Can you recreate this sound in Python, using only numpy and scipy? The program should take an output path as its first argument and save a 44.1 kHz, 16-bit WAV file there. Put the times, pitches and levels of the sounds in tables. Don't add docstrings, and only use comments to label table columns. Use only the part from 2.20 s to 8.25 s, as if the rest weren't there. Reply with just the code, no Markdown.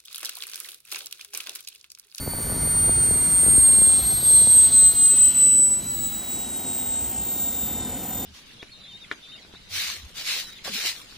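import sys
import numpy as np
from scipy import signal
from scipy.fft import rfft, irfft, next_fast_len
from scipy.io import wavfile
from scipy.ndimage import uniform_filter1d

SR = 44100
rng = np.random.default_rng(int(sys.argv[2]) if len(sys.argv) > 2 else 0)


def gain_from_db(level_db):
    decades = np.asarray(level_db, float) / 20
    return 10 ** decades


def put_to_file(sound):
    columns = np.atleast_2d(sound).T
    safe = np.clip(columns, -1, 1)
    whole_steps = np.round(safe * 32767)
    wavfile.write(sys.argv[1], SR, whole_steps.astype(np.int16))


N = 266805
SIZE = next_fast_len(N, real=True)
TIME = np.arange(N) / SR
FREQ = np.fft.rfftfreq(SIZE, 1 / SR)

# time in seconds, level in dB.
GUST_LEVEL = [(0.0, -38.5), (0.71, -32.5), (1.2, -36), (1.38, -34.5), (1.68, -40), (1.85, -34.5),
              (2.66, -41.5), (2.7, -46.5), (3.42, -46), (3.85, -41), (3.94, -49), (4.55, -47.5),
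              (4.97, -44), (5.29, -47.5), (5.4, -44), (5.69, -39), (5.91, -48), (6.05, -35.5)]
# frequency in Hz, density in dB per Hz.
GUST_COLOUR = [(15, -38), (30, -18.5), (55, 2.5), (90, 0), (150, -3), (250, -14), (400, -14.5), (700, -47)]
# time in seconds, peak in dB, centre frequency in Hz.
THUMPS = [(0.078, -22.5, 503), (0.187, -28, 745), (0.299, -28, 620), (0.323, -26, 594), (0.475, -26.5, 586),
          (0.683, -25.5, 417), (0.694, -19.5, 637), (0.78, -28, 376), (0.838, -29.5, 607),
          (0.911, -22.5, 450), (0.959, -27, 363), (1.234, -26, 483), (1.264, -24.5, 545), (1.284, -24, 487),
          (1.381, -21, 329), (1.489, -29, 600), (1.535, -27, 370), (1.585, -24.5, 520), (1.618, -24, 475),
          (1.674, -28, 467), (1.794, -29.5, 675), (2.031, -28.5, 450), (2.11, -29.5, 530),
          (2.217, -27, 435), (2.273, -25, 617), (2.628, -31.5, 513), (2.94, -34, 637), (3.27, -31.5, 392),
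          (3.394, -32.5, 610), (3.518, -34, 543)]
SMALL_EDDIES, MIDDLING_EDDIES, GUSTY_S = 170, 60, 3.9

# time in seconds, wing lag in ms, wing share, runway lag in ms, runway share.
ECHOES = [(0, 1.3, -0.0083, 3.26, 0.35), (1, 2.3, 0.063, 3.38, 0.12), (1.8, 2.05, -0.25, 3.76, 0.51),
          (2.7, 2.4, -0.17, 4.5, 0.27), (3.4, 2.3, -0.04, 4.1, 0.12), (5, 1.33, -0.034, 3.93, 0.15),
          (6.05, 0.95, 0.039, 3.85, 0.5)]
# frequency in Hz, density in dB per Hz.
HUM_COLOUR = [(130, -20.5), (190, -9.5), (245, -5), (300, -12), (400, -13.5)]
# frequency in Hz, density in dB per Hz.
RUSH_LOW_COLOUR = [(250, -19), (400, 0), (600, -0.5), (750, 2.5), (950, -4), (1200, -41)]
RUSH_HIGH_COLOUR = [(900, 3.5), (1150, -3.5), (1420, 0), (1700, -3), (2000, -2), (2300, -1.5), (2600, -1)]
# time in seconds, level in dB.
JET_SURGE = [(0, -4), (0.4, 0.5), (1.0, 0), (1.3, 1), (1.6, 0), (1.9, -2.5), (2.3, -0.5), (2.7, -0.5),
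             (3.15, 1), (3.45, -1), (3.9, -1), (4.6, 0.5), (5.3, 0), (5.65, 3), (6.05, 2)]

# frequency in Hz, density in dB per Hz.
DUCT_LOW_COLOUR = [(2000, -28), (2600, -4.5), (3150, 1), (3600, -19), (4200, -23)]
DUCT_HIGH_COLOUR = [(2700, -21.5), (3400, 5), (4200, 7), (4700, 4.5), (5200, -10), (6200, -53)]
# frequency in Hz, density in dB per Hz.
HISS_MID_COLOUR = [(4300, -22), (5000, 1.5), (6200, -1), (7000, 4), (7600, 4.5), (8600, 7), (9600, -1.5),
                   (10800, 11.5), (12000, -38)]
HISS_TOP_COLOUR = [(8800, -30), (10000, -3), (11000, 1.5), (12000, -1), (14000, -2.5), (15500, -6),
                   (17000, -10)]
OPENING_DB, OPENING_S = -6.5, 0.3

# time in seconds, blade passing rate in Hz.
BLADE_RATE = [(0, 4504), (0.45, 4435), (1.25, 4307), (1.85, 4212), (2.55, 4109), (3.05, 4034), (3.65, 3951),
              (3.95, 3895), (4.25, 3842), (4.65, 3779), (5.1, 3714), (5.35, 3686), (6.05, 3614)]
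# time in seconds, level in dB.
WHISTLE = [(0.0, -36.5), (0.36, -28), (0.66, -18.5), (1.63, -12.5), (1.93, -20), (2.14, -10.5), (2.6, -9.5),
           (2.9, -10.5), (3.39, -12), (3.55, -20), (3.7, -27), (3.84, -26), (3.98, -33), (4.2, -29.5),
           (4.8, -26.5), (5.1, -29), (5.25, -25.5), (5.6, -31), (6.05, -34.5)]
# time in seconds, level in dB.
SHAFT_LINE = [(0, -66.5), (1.8, -70), (2.5, -58), (4.8, -49.5), (5.1, -77), (6.05, -72)]
BLADES = 7
# time in seconds, half width in seconds, depth in dB.
FIRST_FADES = [
    (1.272, .15, -6),
    (2.02, .09, -13),
    (2.41, .11, -22),
    (2.943, .12, -7),
    (3.49, .2, -26),
    (4.95, .2, -18),
    (5.74, .05, -10),
    (5.85, .1, -12),
]
SECOND_FADES = [(1.013, 0.21, -3.5), (1.831, 0.044, -9.5), (2.02, 0.063, -14), (2.255, 0.056, -6),
                (2.504, 0.051, -18), (2.739, 0.071, -23), (2.89, 0.028, -3.5), (2.95, 0.049, -7),
                (3.133, 0.059, -19.5), (3.307, 0.062, -2.5), (3.46, 0.038, -3), (3.502, 0.015, -8),
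                (3.62, 0.038, -16.5), (3.652, 0.018, -17), (3.776, 0.049, -9), (3.906, .035, -15),
                (4.046, .03, -4), (4.29, .05, -7), (4.425, .05, -8), (4.649, .025, -5), (4.929, .05, -6),
                (5.338, .04, -8), (5.5, .06, -2.5), (5.68, .04, -6), (5.797, .05, -8), (5.91, .04, -6) ]
THIRD_FADES = [(.768, 0.081, -33.5), (1.731, 0.1, -19.5), (2.265, 0.075, -9), (2.4, 0.036, -3.5),
               (2.534, 0.07, -29), (2.639, .04, -28), (2.8, 0.061, -21), (2.943, 0.062, -30.5),
               (3.243, 0.052, 0), (3.507, 0.049, -10.5), (5.088, 0.091, -18), (5.996, .03, -8)]
FOURTH_FADES = [
    (4.016, 0.058, -13),
    (4.176, 0.019, -25),
    (4.265, .05, -33),
    (4.33, 0.03, -12.5),
    (4.47, 0.15, -9.5),
    (4.769, 0.1, -38),
    (4.979, .08, -9.5),
    (5.627, 0.11, -15),
    (5.742, 0.046, -36),
    (5.842, 0.12, -8),
]
SETS_IN_HZ, SETS_IN_WIDTH_HZ = 15765, 25
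FAR_ECHO_S = 0.195

# time in seconds, angle off the line to the phone in degrees.
HEADING = [
    (0, -53),
    (1, -53.5),
    (1.75, -28.5),
    (2.25, -4.5),
    (2.5, 1),
    (3, 17),
    (3.5, 47.5),
    (4, 53.5),
    (5, 79),
    (6.05, 84),
]
# level aside in dB, lobe in dB, aim in degrees, lobe width in degrees,
# rise from nose to tail in dB per 100 degrees.
BEAMS = dict(first=(-44.5, 7, -8.5, 21, 0), third=(-43.5, 14.5, -14.5, 39, 1.5),
         fourth=(-34, 2.5, 67, 5.5, 0.7), duct_low=(-55, 8.5, 23.5, 20.5, 0),
         duct_high=(-51.5, 12, -8.5, 33, -3), hiss_mid=(-50, 4.5, -15, 64, -1),
         hiss_top=(-47.5, 10, -6, 53, 0), hum=(-39.5, -7, -8.5, 39, -1.2),
         rush_low=(-45, -8.5, 33, 23.5, 1.4), rush_high=(-45.5, -1.5, 27.5, 27, -6),
         wing_shade=(0.09, -2.5, 44, 7, 1), far_echo=(-48.5, 9.5, 77.5, 8, 4))

# frequency in Hz, lead of the left port in rad.
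PORTS = [(250, .4), (800, .25), (1350, 0), (1700, -1.7), (2150, -.1), (2650, .1), (3200, .8), (3950, .75),
         (4500, 0), (6200, .05), (6900, .9), (7480, 3.14), (8000, 5.4), (8420, 5.87), (9050, 5.45),
         (10400, 3.6), (11200, 3.1), (14300, .05), (15700, -1.1)]
# frequency in Hz, level in dB.
QUIET = [(10000, -100), (12300, -80), (14500, -80.5), (16000, -76)]
TOP_HZ, BAND_BINS = 15870, 12


def curves(table):
    s, *columns = np.transpose(table)
    return [np.interp(TIME, s, c) for c in columns]


def swells(table):
    s, *columns = np.transpose(table)
    return [np.interp(TIME, s, gain_from_db(c)) for c in columns]


def along_hz(points, column):
    points = np.array(points)
    return np.interp(np.log(FREQ + 1), np.log(points[:, 0]), points[:, column])


def unit(x):
    return x / np.sqrt(np.mean(x ** 2))


def walk(rate_hz):
    hold = int(SR / rate_hz)
    steps = np.repeat(rng.standard_normal(N // hold + 1), hold)
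    return unit(uniform_filter1d(uniform_filter1d(steps, hold), hold)[:N])


def turbulence(colour, flicker_db, rate_hz, lo_hz, hi_hz):
    first_hz, last_hz = colour[0][0], colour[-1][0]
    spectrum = rfft(rng.standard_normal(SIZE)) * gain_from_db(along_hz(colour, column=1))
    spectrum *= (FREQ > first_hz) & (FREQ < last_hz)
    inside = spectrum[(FREQ > lo_hz) & (FREQ < hi_hz)]
    spectrum /= np.sqrt(2 * np.sum(np.abs(inside) ** 2)) / SIZE
    half_octave = 2 * np.log2(FREQ + 1)
    total = 0
    for k in range(int(2 * np.log2(first_hz)) + 1, int(2 * np.log2(last_hz)) + 1):
        band = irfft(spectrum * np.clip(1 - np.abs(half_octave - k), 0, 1), SIZE)[:N]
        total = total + band * gain_from_db(flicker_db * walk(rate_hz))
    return total


def beam(part):
    aside_db, lobe_db, aim, width, rise_db = BEAMS[part]
    heading = curves(HEADING)[0]
    return aside_db + lobe_db * np.exp(-((heading - aim) / width) ** 2) + rise_db * heading / 100


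def cancelling(fades):
    gain = 1
    for s, width_s, depth_db in fades:
        left = min(gain_from_db(depth_db), 1)
        gain = gain * (np.sqrt(1 - left ** 2) * np.tanh((TIME - s) / width_s) + 1j * left)
    return gain


def eddies():
    when, size, pitch = rng.random((SMALL_EDDIES, 3)).T
    when = 0.01 + when ** 1.4 * 5.9
    gust_db = np.interp(when, *np.transpose(GUST_LEVEL))
    small = np.transpose([when, gust_db - 1.5 + 8 * (size - 0.5), 220 + 380 * pitch])
    when, size, pitch = rng.random((MIDDLING_EDDIES, 3)).T
    when = 0.05 + when ** 1.2 * GUSTY_S
    middling = np.transpose([when, -28.5 - 2.8 * when - 7 * size, 380 + 280 * pitch])
    return np.vstack([THUMPS, small, middling])


def wind():
    gust = gain_from_db(curves(GUST_LEVEL)[0] - 0.1)
    common = gust * gain_from_db(1.17 * walk(22.06)) * turbulence(GUST_COLOUR, 0.8, 25.0, lo_hz=30, hi_hz=146)
    apart = gain_from_db(-27.0) * gust * turbulence(GUST_COLOUR, 1.5, 14.0, lo_hz=30, hi_hz=150)
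    flips = eddies()
    for (s, db, hz), (phase, lean) in zip(flips, rng.random((len(flips), 2))):
        near = slice(int((s - 0.006) * SR), int((s + 0.025) * SR))
        age = (TIME[near] - s) * hz
        cycles = 1.7 * (1 - np.exp(-age / 1.83))
        shape = np.where(age < 0, np.exp(-(age / 1.16) ** 2), np.exp(-(age / 2.1) ** 2))
        flip = gain_from_db(db - 0.5) * shape * np.cos(2 * np.pi * (cycles + 0.45 * (phase - 0.5)))
        flip -= gain_from_db(db - 1.0) * np.exp(-((age - 2.2) / 1.3) ** 2) * np.sin(2 * np.pi * age / 3.23)
        common[near] += flip
        apart[near] += 0.5 * 0.55 * (lean - 0.5) * flip
    return np.array([common + apart, common - apart])


def echoes(x):
    wing_ms, wing, runway_ms, runway = curves(ECHOES)
    dull = signal.sosfilt(signal.butter(2, 4200.0, fs=SR, output="sos"), x)
    off_wing = wing * np.interp(TIME - wing_ms / 1000, TIME, dull)
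    off_runway = runway * np.interp(TIME - runway_ms / 1000, TIME, dull)
    return x + off_wing + off_runway


def exhaust():
    surge_db = curves(JET_SURGE)[0]
    hum_db, low_db, high_db = (beam(p) + surge_db for p in ("hum", "rush_low", "rush_high"))
    rush = gain_from_db(low_db - 1.5) * turbulence(RUSH_LOW_COLOUR, 0.49, 12.0, lo_hz=400, hi_hz=1010)
    rush += gain_from_db(high_db - 0.5) * turbulence(RUSH_HIGH_COLOUR, 0.33, 9.4, lo_hz=1080, hi_hz=2580)
    hum = gain_from_db(hum_db - 4.0) * turbulence(HUM_COLOUR, 1.6, 22.0, lo_hz=187, hi_hz=300)
    return rush + hum


def intake():
    low_db, high_db, mid_db, top_db = (beam(p) for p in ("duct_low", "duct_high", "hiss_mid", "hiss_top"))
    duct = gain_from_db(low_db + 1.06) * turbulence(DUCT_LOW_COLOUR, 0.99, 10.0, lo_hz=2660, hi_hz=3700)
    duct += gain_from_db(high_db + 0.67) * turbulence(DUCT_HIGH_COLOUR, 1.0, 13.0, lo_hz=3250, hi_hz=5100)
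    hiss = gain_from_db(mid_db + 0.87) * turbulence(HISS_MID_COLOUR, 0.99, 22.0, lo_hz=5200, hi_hz=7160)
    top = gain_from_db(top_db + 0.8) * turbulence(HISS_TOP_COLOUR, 0.54, 8.1, lo_hz=9870, hi_hz=15700)
    return gain_from_db(beam("wing_shade")) * (duct + hiss) + top


def compressor():
    blade_hz = curves(BLADE_RATE)[0]
    turn = 2 * np.pi * np.cumsum(blade_hz) / SR
    set_in = 0.5 + 0.5 * np.tanh((SETS_IN_HZ - 4 * blade_hz) / SETS_IN_WIDTH_HZ)
    gains = [gain_from_db(beam("first")) * cancelling(FIRST_FADES),
             swells(WHISTLE)[0] * cancelling(SECOND_FADES),
             gain_from_db(beam("third")) * cancelling(THIRD_FADES),
             gain_from_db(beam("fourth")) * cancelling(FOURTH_FADES) * set_in]
    scatters_db = [-62.5, -50.5, -48.5, -42.5]
    tones = 0
    for k, (gain, scatter_db) in enumerate(zip(gains, scatters_db), start=1):
        scatter = np.minimum(gain_from_db(scatter_db), 0.23 * np.abs(gain))
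        scattered = scatter * (walk(90.0) + 1j * walk(90.0))
        direct = gain * gain_from_db(0.9 * walk(40.0))
        tones = tones + np.imag((direct + scattered) * np.exp(1j * k * turn))
    shaft = swells(SHAFT_LINE)[0] * np.sin(turn * (2 * BLADES + 1) / BLADES)
    late_turn = np.interp(TIME - FAR_ECHO_S, TIME, turn, left=0)
    far_echo = gain_from_db(beam("far_echo") + 2.8 * walk(9.0)) * np.sin(2 * late_turn)
    return np.sqrt(2) * (tones + shaft + far_echo)


def scene():
    opening = gain_from_db(OPENING_DB * np.exp(-TIME / OPENING_S))
    return compressor() + echoes(opening * intake() + exhaust()) + wind()


def ports(dry):
    left_db = 1.2 * np.exp(-((FREQ - 1750) / 450) ** 2)
    half = gain_from_db(left_db) * np.exp(0.5j * along_hz(PORTS, column=1))
    return irfft(rfft(dry, SIZE) * np.array([half, 1 / half]) * (FREQ < TOP_HZ), SIZE)[:, :N]


def masking(x, under_db, up_db_per_khz, down_db_per_khz, twin_db):
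    sum_and_difference = np.array([x[0] + x[1], x[0] - x[1]]) / 2
    hz, _, z = signal.stft(sum_and_difference, SR, window="cosine", nperseg=2048)
    bins_db = 20 * np.log10(np.abs(z) + 1e-9)
    starts = np.arange(0, len(hz), BAND_BINS)
    band = np.arange(len(hz)) // BAND_BINS
    band_hz = hz[starts]
    usual_db = np.add.reduceat(bins_db, starts, axis=1) / BAND_BINS
    loudest_db = np.maximum.reduceat(bins_db, starts, axis=1).max(axis=0)
    gap_khz = (band_hz[:, None] - band_hz[None, :]) / 1000
    spread_db = np.where(gap_khz > 0, up_db_per_khz * gap_khz, -down_db_per_khz * gap_khz)
    hidden_db = (loudest_db[None] - spread_db[:, :, None]).max(axis=1) - under_db
    hidden_db = np.maximum(hidden_db, np.interp(band_hz, *np.transpose(QUIET))[:, None])
    twin_limit_db = usual_db.max(axis=0) - twin_db
    limit_db = np.where(band_hz[:, None] > 1200, np.maximum(hidden_db, twin_limit_db), -300)
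    limit_db = limit_db + 1.2 * rng.standard_normal(limit_db.shape)
    spells = uniform_filter1d(rng.standard_normal(limit_db.shape), size=4, axis=1)
    limit_db = limit_db + 9 * uniform_filter1d(spells, size=5, axis=0)
    keep = (usual_db > limit_db)[:, band] | (bins_db > limit_db[band] + 10.5)
    mid, side = signal.istft(z * keep, SR, window="cosine", nperseg=2048)[1][:, :N]
    return np.array([mid + side, mid - side])


def band_limit(x):
    return signal.sosfilt(signal.butter(12, 17010, fs=SR, output="sos"), x)


def record(dry):
    mix = masking(ports(dry), under_db=43.0, up_db_per_khz=5.2, down_db_per_khz=24.0, twin_db=11.0)
    return band_limit(mix)


dry = scene()
out = record(dry)
put_to_file(out)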